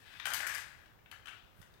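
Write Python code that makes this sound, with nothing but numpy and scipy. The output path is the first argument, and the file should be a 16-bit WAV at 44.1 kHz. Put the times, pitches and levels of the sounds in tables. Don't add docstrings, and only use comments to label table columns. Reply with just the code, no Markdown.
import sys
import numpy as np
from scipy import signal
from scipy.fft import rfft, irfft, next_fast_len
from scipy.io import wavfile
from scipy.ndimage import map_coordinates

SR = 44100
rng = np.random.default_rng(int(sys.argv[2]) if len(sys.argv) > 2 else 0)


def store_wav(level_fs):
    pcm = np.round(np.clip(np.atleast_2d(level_fs), -1, 1) * 32767)
    wavfile.write(sys.argv[1], SR, pcm.T.astype(np.int16))


N = 79380


def amp(db):
    return 10 ** (np.asarray(db) / 20)


def unit_rms(x):
    return x / np.sqrt(np.mean(x ** 2) + 1e-20)


def curve_at(points, hz):
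    point_hz, values = np.transpose(points)
    return np.interp(np.log(hz + 1), np.log(point_hz + 1), values)


def filtered(x, response):
    n = x.shape[-1]
    size = next_fast_len(n + 4096)
    return irfft(rfft(x, size) * response(np.fft.rfftfreq(size, 1 / SR)), size)[..., :n]


def coloured(x, spectrum):
    return unit_rms(filtered(x, lambda hz: amp(curve_at(spectrum, hz))))


def add(out, start_s, x):
    i = round(start_s * SR)
    out[..., i:i + x.shape[-1]] += x[..., :max(N - i, 0)]


# frequency_hz, relative_density_db
FLOOR_LEFT = [(12, -38), (30, -24), (60, -3.5), (120, -12), (250, -10), (600, -9), (1500, -10.5),
              (3000, -26), (6000, -26.5), (10000, -36), (15500, -24.5)]
FLOOR_RIGHT = [(12, -49), (30, 3.5), (60, 3.5), (115, 4), (220, -8.5), (600, -11), (1500, -17), (3000, -21),
               (6000, -31), (10000, -33), (15500, -24)]
def background(left_db=-65, right_db=-63):
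    return np.array([amp(left_db) * coloured(rng.standard_normal(N), FLOOR_LEFT),
                     amp(right_db) * coloured(rng.standard_normal(N), FLOOR_RIGHT)])


# frequency_hz, relative_density_db
RUMBLE_SPECTRUM = [(10, -48), (30, -20), (60, -4), (115, -6), (170, -11.5), (300, -19.5), (800, -70)]
# time_s, level_db
RUMBLE_ENVELOPE = [(0, -77), (.2, -68), (.35, -62), (.7, -66.5), (.95, -72), (1.2, -69), (1.45, -70.5),
                   (1.8, -67.5)]
def floor_rumble(left_db=-2):
    time_s, level_db = np.transpose(RUMBLE_ENVELOPE)
    envelope = amp(np.interp(np.arange(N) / SR, time_s, level_db))
    return coloured(rng.standard_normal((2, N)), RUMBLE_SPECTRUM) * envelope * amp([[left_db], [0]])


# frequency_hz, t60_s
ROOM_DECAY = [(200, 1), (1600, 0.45), (3000, 0.47), (7000, 0.43), (15000, 0.18)]
def room_tail(onset_s=0.0033):
    hz, frame_s, bands = signal.stft(rng.standard_normal((2, SR // 2)), SR, nperseg=256)
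    decay = amp(-60 * frame_s / curve_at(ROOM_DECAY, hz)[:, None])
    tail = signal.istft(bands * decay, SR, nperseg=256)[1]
    t = np.arange(tail.shape[1]) / SR
    tail *= 1 - np.exp(-(t / onset_s) ** 2)
    return tail / np.linalg.norm(tail[0])


def in_room(x, tail, wet_db=0, right_direct_db=-11, right_room_db=3.5):
    wet = signal.fftconvolve(x[None], tail, axes=1)
    left, right = wet * amp(wet_db) * np.linalg.norm(x) / np.linalg.norm(wet[0])
    direct = np.pad(x, (0, len(left) - len(x)))
    return np.array([direct + left, amp(right_direct_db) * direct + amp(right_room_db) * right])


# frequency_hz, relative_density_db
TILE_SPECTRUM = [(60, -77), (250, -31.5), (450, -33), (700, -15.5), (1000, -12), (1350, -7), (1680, 1),
                 (2050, -5), (2500, -19.5), (4000, -70), (9000, -78)]
RAIL_SPECTRUM = [(300, -83), (900, -19), (1900, -31), (2450, -1.5), (3000, -3), (3700, -4.5), (4200, -11.5),
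                 (4900, -15.5), (9000, -46)]
CRACK_SPECTRUM = [(300, -66), (1500, -77), (3800, -6.5), (4900, -0.5), (6800, -2.5), (7800, 0.5),
                  (10000, -4), (12300, -0.5), (15000, -8), (16000, -14.5)]
# time_s, tile_rumble_db, rail_whirr_db, grit_db
ROLL_ENVELOPES = [(0, -55, -60, -61), (.07, -53, -51, -63), (.14, -49, -49, -59), (0.247, -48, -44, -62.5),
                  (.275, -37, -54, -50), (.38, -34.5, -37.5, -38.5), (.45, -31, -46.5, -50),
                  (.51, -34.5, -41, -45), (.585, -46, -44, -45.5), (.65, -45.5, -52.5, -56),
                  (.76, -49, -58.5, -64.5), (0.901, -62.5, -66.5, -72.5), (1.05, -75, -79, -110),
                  (1.25, -58, -66, -74), (1.33, -62, -55, -70), (1.41, -74, -58, -77),
                  (1.55, -67, -67, -84), (1.8, -64, -66.5, -73)]
def rolling(bumps_per_s=2200, bump_spread_db=2.5, judder_per_s=70, judder_db=2.5, gain_db=-8.5):
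    time_s, *envelopes_db = np.transpose(ROLL_ENVELOPES)
    t = np.arange(N) / SR
    judder = map_coordinates(rng.standard_normal(1024), [t * judder_per_s], mode="wrap")
    impulses = (rng.random(N) < bumps_per_s / SR) * rng.choice([-1, 1], N)
    bumps = impulses * amp(bump_spread_db * rng.standard_normal(N))
    drives = (bumps * amp(judder_db * judder), bumps, bumps)
    spectra = (TILE_SPECTRUM, RAIL_SPECTRUM, CRACK_SPECTRUM)
    direct = sum(amp(np.interp(t, time_s, level_db)) * coloured(drive, spectrum)
                 for level_db, drive, spectrum in zip(envelopes_db, drives, spectra))
    return amp(gain_db) * in_room(direct, room_tail(), wet_db=-2)[:, :N]


def strike(spectrum, modes, modes_db, pitch_ratio=1, attack_s=0.00024, hold_s=0.0019, burst_t60_s=0.021):
    t = np.arange(6000) / SR
    envelope = amp(-60 * np.maximum(t - hold_s, 0) / burst_t60_s)
    shifted = [(hz * pitch_ratio, db) for hz, db in spectrum]
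    burst = unit_rms(envelope * coloured(rng.standard_normal(len(t)), shifted))
    ring = np.zeros(len(t))
    for hz, db, t60_s in modes:
        decay = amp(db + rng.normal(0, 0.98) - 60 * t / t60_s)
        ring += decay * rng.choice([-1, 1]) * np.sin(2 * np.pi * hz * pitch_ratio * t)
    rise = 1 - np.exp(-(t / attack_s) ** 2)
    response = rise * (burst + amp(modes_db) * unit_rms(ring))
    return unit_rms(response) * np.sqrt(np.mean(envelope ** 2))


def softened_crack(crack_db, hard_hit_db=-46, corner_hz=6500):
    hz, db = np.transpose(CRACK_SPECTRUM)
    tilt_db_per_octave = 0.16 * min(crack_db - hard_hit_db, 0)
    octaves_above = np.log2(np.maximum(hz / corner_hz, 1))
    return np.column_stack([hz, db + tilt_db_per_octave * octaves_above])


# frequency_hz, relative_level_db, t60_s
TILE_RESONANCES = [(1491, 5.5, 0.072), (1648.6, 9, 0.093), (1810, -30, .06), (1900, -22, .05),
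                   (2176, 14.5, 0.01)]
RAIL_RESONANCES = [(2500, 2, 0.016), (2983, -2.5, 0.044), (3040, 10.5, 0.013), (3560, -24, 0.049)]
CRACK_RESONANCES = [(4940, 3, 0.12), (5140, -26.5, 0.091), (6120, 12.5, 0.051), (8250, -7, 0.056),
                    (9010, 8.5, 0.06), (11100, 4, .015)]
# start_s, knock_db, ring_db, crack_db, tile_pitch_hz, rail_pitch_hz
IMPACTS = [(0.1987, -36.5, -39, -53, 1736, 3490), (0.2551, -28, -30, -35, 1641, 2916),
           (0.266, -46, -36, -35.5, 1475, 3040), (0.2711, -29, -44, -42.5, 1540, 2800),
           (0.3034, -36, -48, -41, 1561, 2950), (.3180, -32.5, -43, -64, 1550, 2840),
           (.3260, -37, -44, -51, 1610, 2930), (0.3355, -37, -34, -29, 1666, 2960),
           (0.3443, -32, -42.5, -30, 1780, 3440), (0.367, -40, -43, -56, 1680, 3240),
           (.4050, -30, -43.5, -43, 1710, 3520), (.4300, -29.5, -54, -46, 1640, 2760),
           (0.4669, -30, -55, -37, 1770, 2620), (0.4722, -51, -41, -34, 1900, 3000),
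           (0.4934, -35.5, -55, -42, 1810, 2360), (.5000, -37.5, -47, -63, 1677, 2480),
           (0.5399, -46, -43, -43, 1690, 2980), (0.5479, -36, -52, -36, 1723, 2950),
           (0.5533, -33.5, -44.5, -43.5, 1680, 2735), (0.5809, -36.5, -59, -44, 1830, 2900),
           (.8170, -53, -65, -86, 1657, 2840), (.8590, -62, -59.5, -72, 1680, 2880),
           (0.9896, -61, -66, -87, 1795, 2750), (1.0600, -56, -53.5, -76, 1730, 2600),
           (1.0705, -66, -62.5, -78, 1620, 2510), (1.114, -47.5, -43, -50, 1668, 2940),
           (1.126, -42.5, -72, -71, 1722, 3060), (1.2573, -46.5, -45, -55, 1537, 2967),
           (1.2715, -44.5, -44, -56, 1538, 3010), (1.28, -45.5, -42, -74, 1578, 2640),
           (1.2841, -43, -45, -53, 1587, 2760), (1.3143, -48.5, -50.5, -71, 1578, 2860),
           (1.3300, -48, -54, -75, 1478, 2890), (1.3450, -64, -52.5, -71, 1510, 2900),
           (1.6158, -54, -58.5, -56, 1610, 3520), (1.628, -52.5, -58.5, -76, 1586, 2800),
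           (1.7392, -78, -62, -66, 1650, 3600)]
def impacts(tile_reference_hz=1671.5, rail_reference_hz=2971, radiation_cutoff_hz=396):
    out = np.zeros((2, N))
    for start_s, knock_db, ring_db, crack_db, tile_hz, rail_hz in IMPACTS:
        tail = room_tail()
        knock = strike(TILE_SPECTRUM, TILE_RESONANCES, -2, pitch_ratio=tile_hz / tile_reference_hz)
        ring = strike(RAIL_SPECTRUM, RAIL_RESONANCES, 3.5, pitch_ratio=rail_hz / rail_reference_hz)
        crack = strike(softened_crack(crack_db), CRACK_RESONANCES, modes_db=-9)
        add(out, start_s, amp(knock_db) * in_room(knock, tail))
        add(out, start_s, amp(ring_db) * in_room(ring, tail, wet_db=0.5))
        add(out, start_s, amp(crack_db) * in_room(crack, tail))
    return signal.sosfilt(signal.butter(2, radiation_cutoff_hz, "high", fs=SR, output="sos"), out)


# frequency_hz, relative_density_db
SWISH_SPECTRUM = [(300, -64), (2000, -5), (6000, -10), (10000, -4), (14000, 0), (16000, -7)]
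def swish(peak_s=1.6, width_s=0.03, gain_db=-67):
    t = np.arange(N) / SR
    envelope = np.exp(-.5 * ((t - peak_s) / width_s) ** 2)
    return amp(gain_db) * envelope * coloured(rng.standard_normal(N), SWISH_SPECTRUM)


# start_s, relative_level_db, pitch_hz
THUD_BUMPS = [(1.589, -49, 105), (1.601, -46, 127)]
def thud(t60_s=0.033, rise_s=0.0011, left_db=-15, right_db=7):
    out, t = np.zeros(N), np.arange(SR // 4) / SR
    rise = 1 - np.exp(-t / rise_s)
    for start_s, level_db, pitch_hz in THUD_BUMPS:
        decay = amp(level_db - 60 * t / t60_s)
        add(out, start_s, rise * decay * np.sin(2 * np.pi * pitch_hz * t))
    return out * amp([[left_db], [right_db]])


# frequency_hz, gain_db
RIGHT_RESPONSE = [(100, 5), (380, -8.5), (700, -13.5), (1300, -21), (2400, -24), (4400, -31.5),
                  (8000, -39.5), (15000, -37)]
def scene():
    left, right = impacts() + rolling() + swish()
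    muffled = filtered(right, lambda hz: amp(curve_at(RIGHT_RESPONSE, hz)))
    return np.array([left, muffled]) + thud() + floor_rumble() + background()


def record(dry):
    cutoff_hz = 16100
    return filtered(dry, lambda hz: hz < cutoff_hz)


dry = scene()
out = record(dry)
store_wav(out)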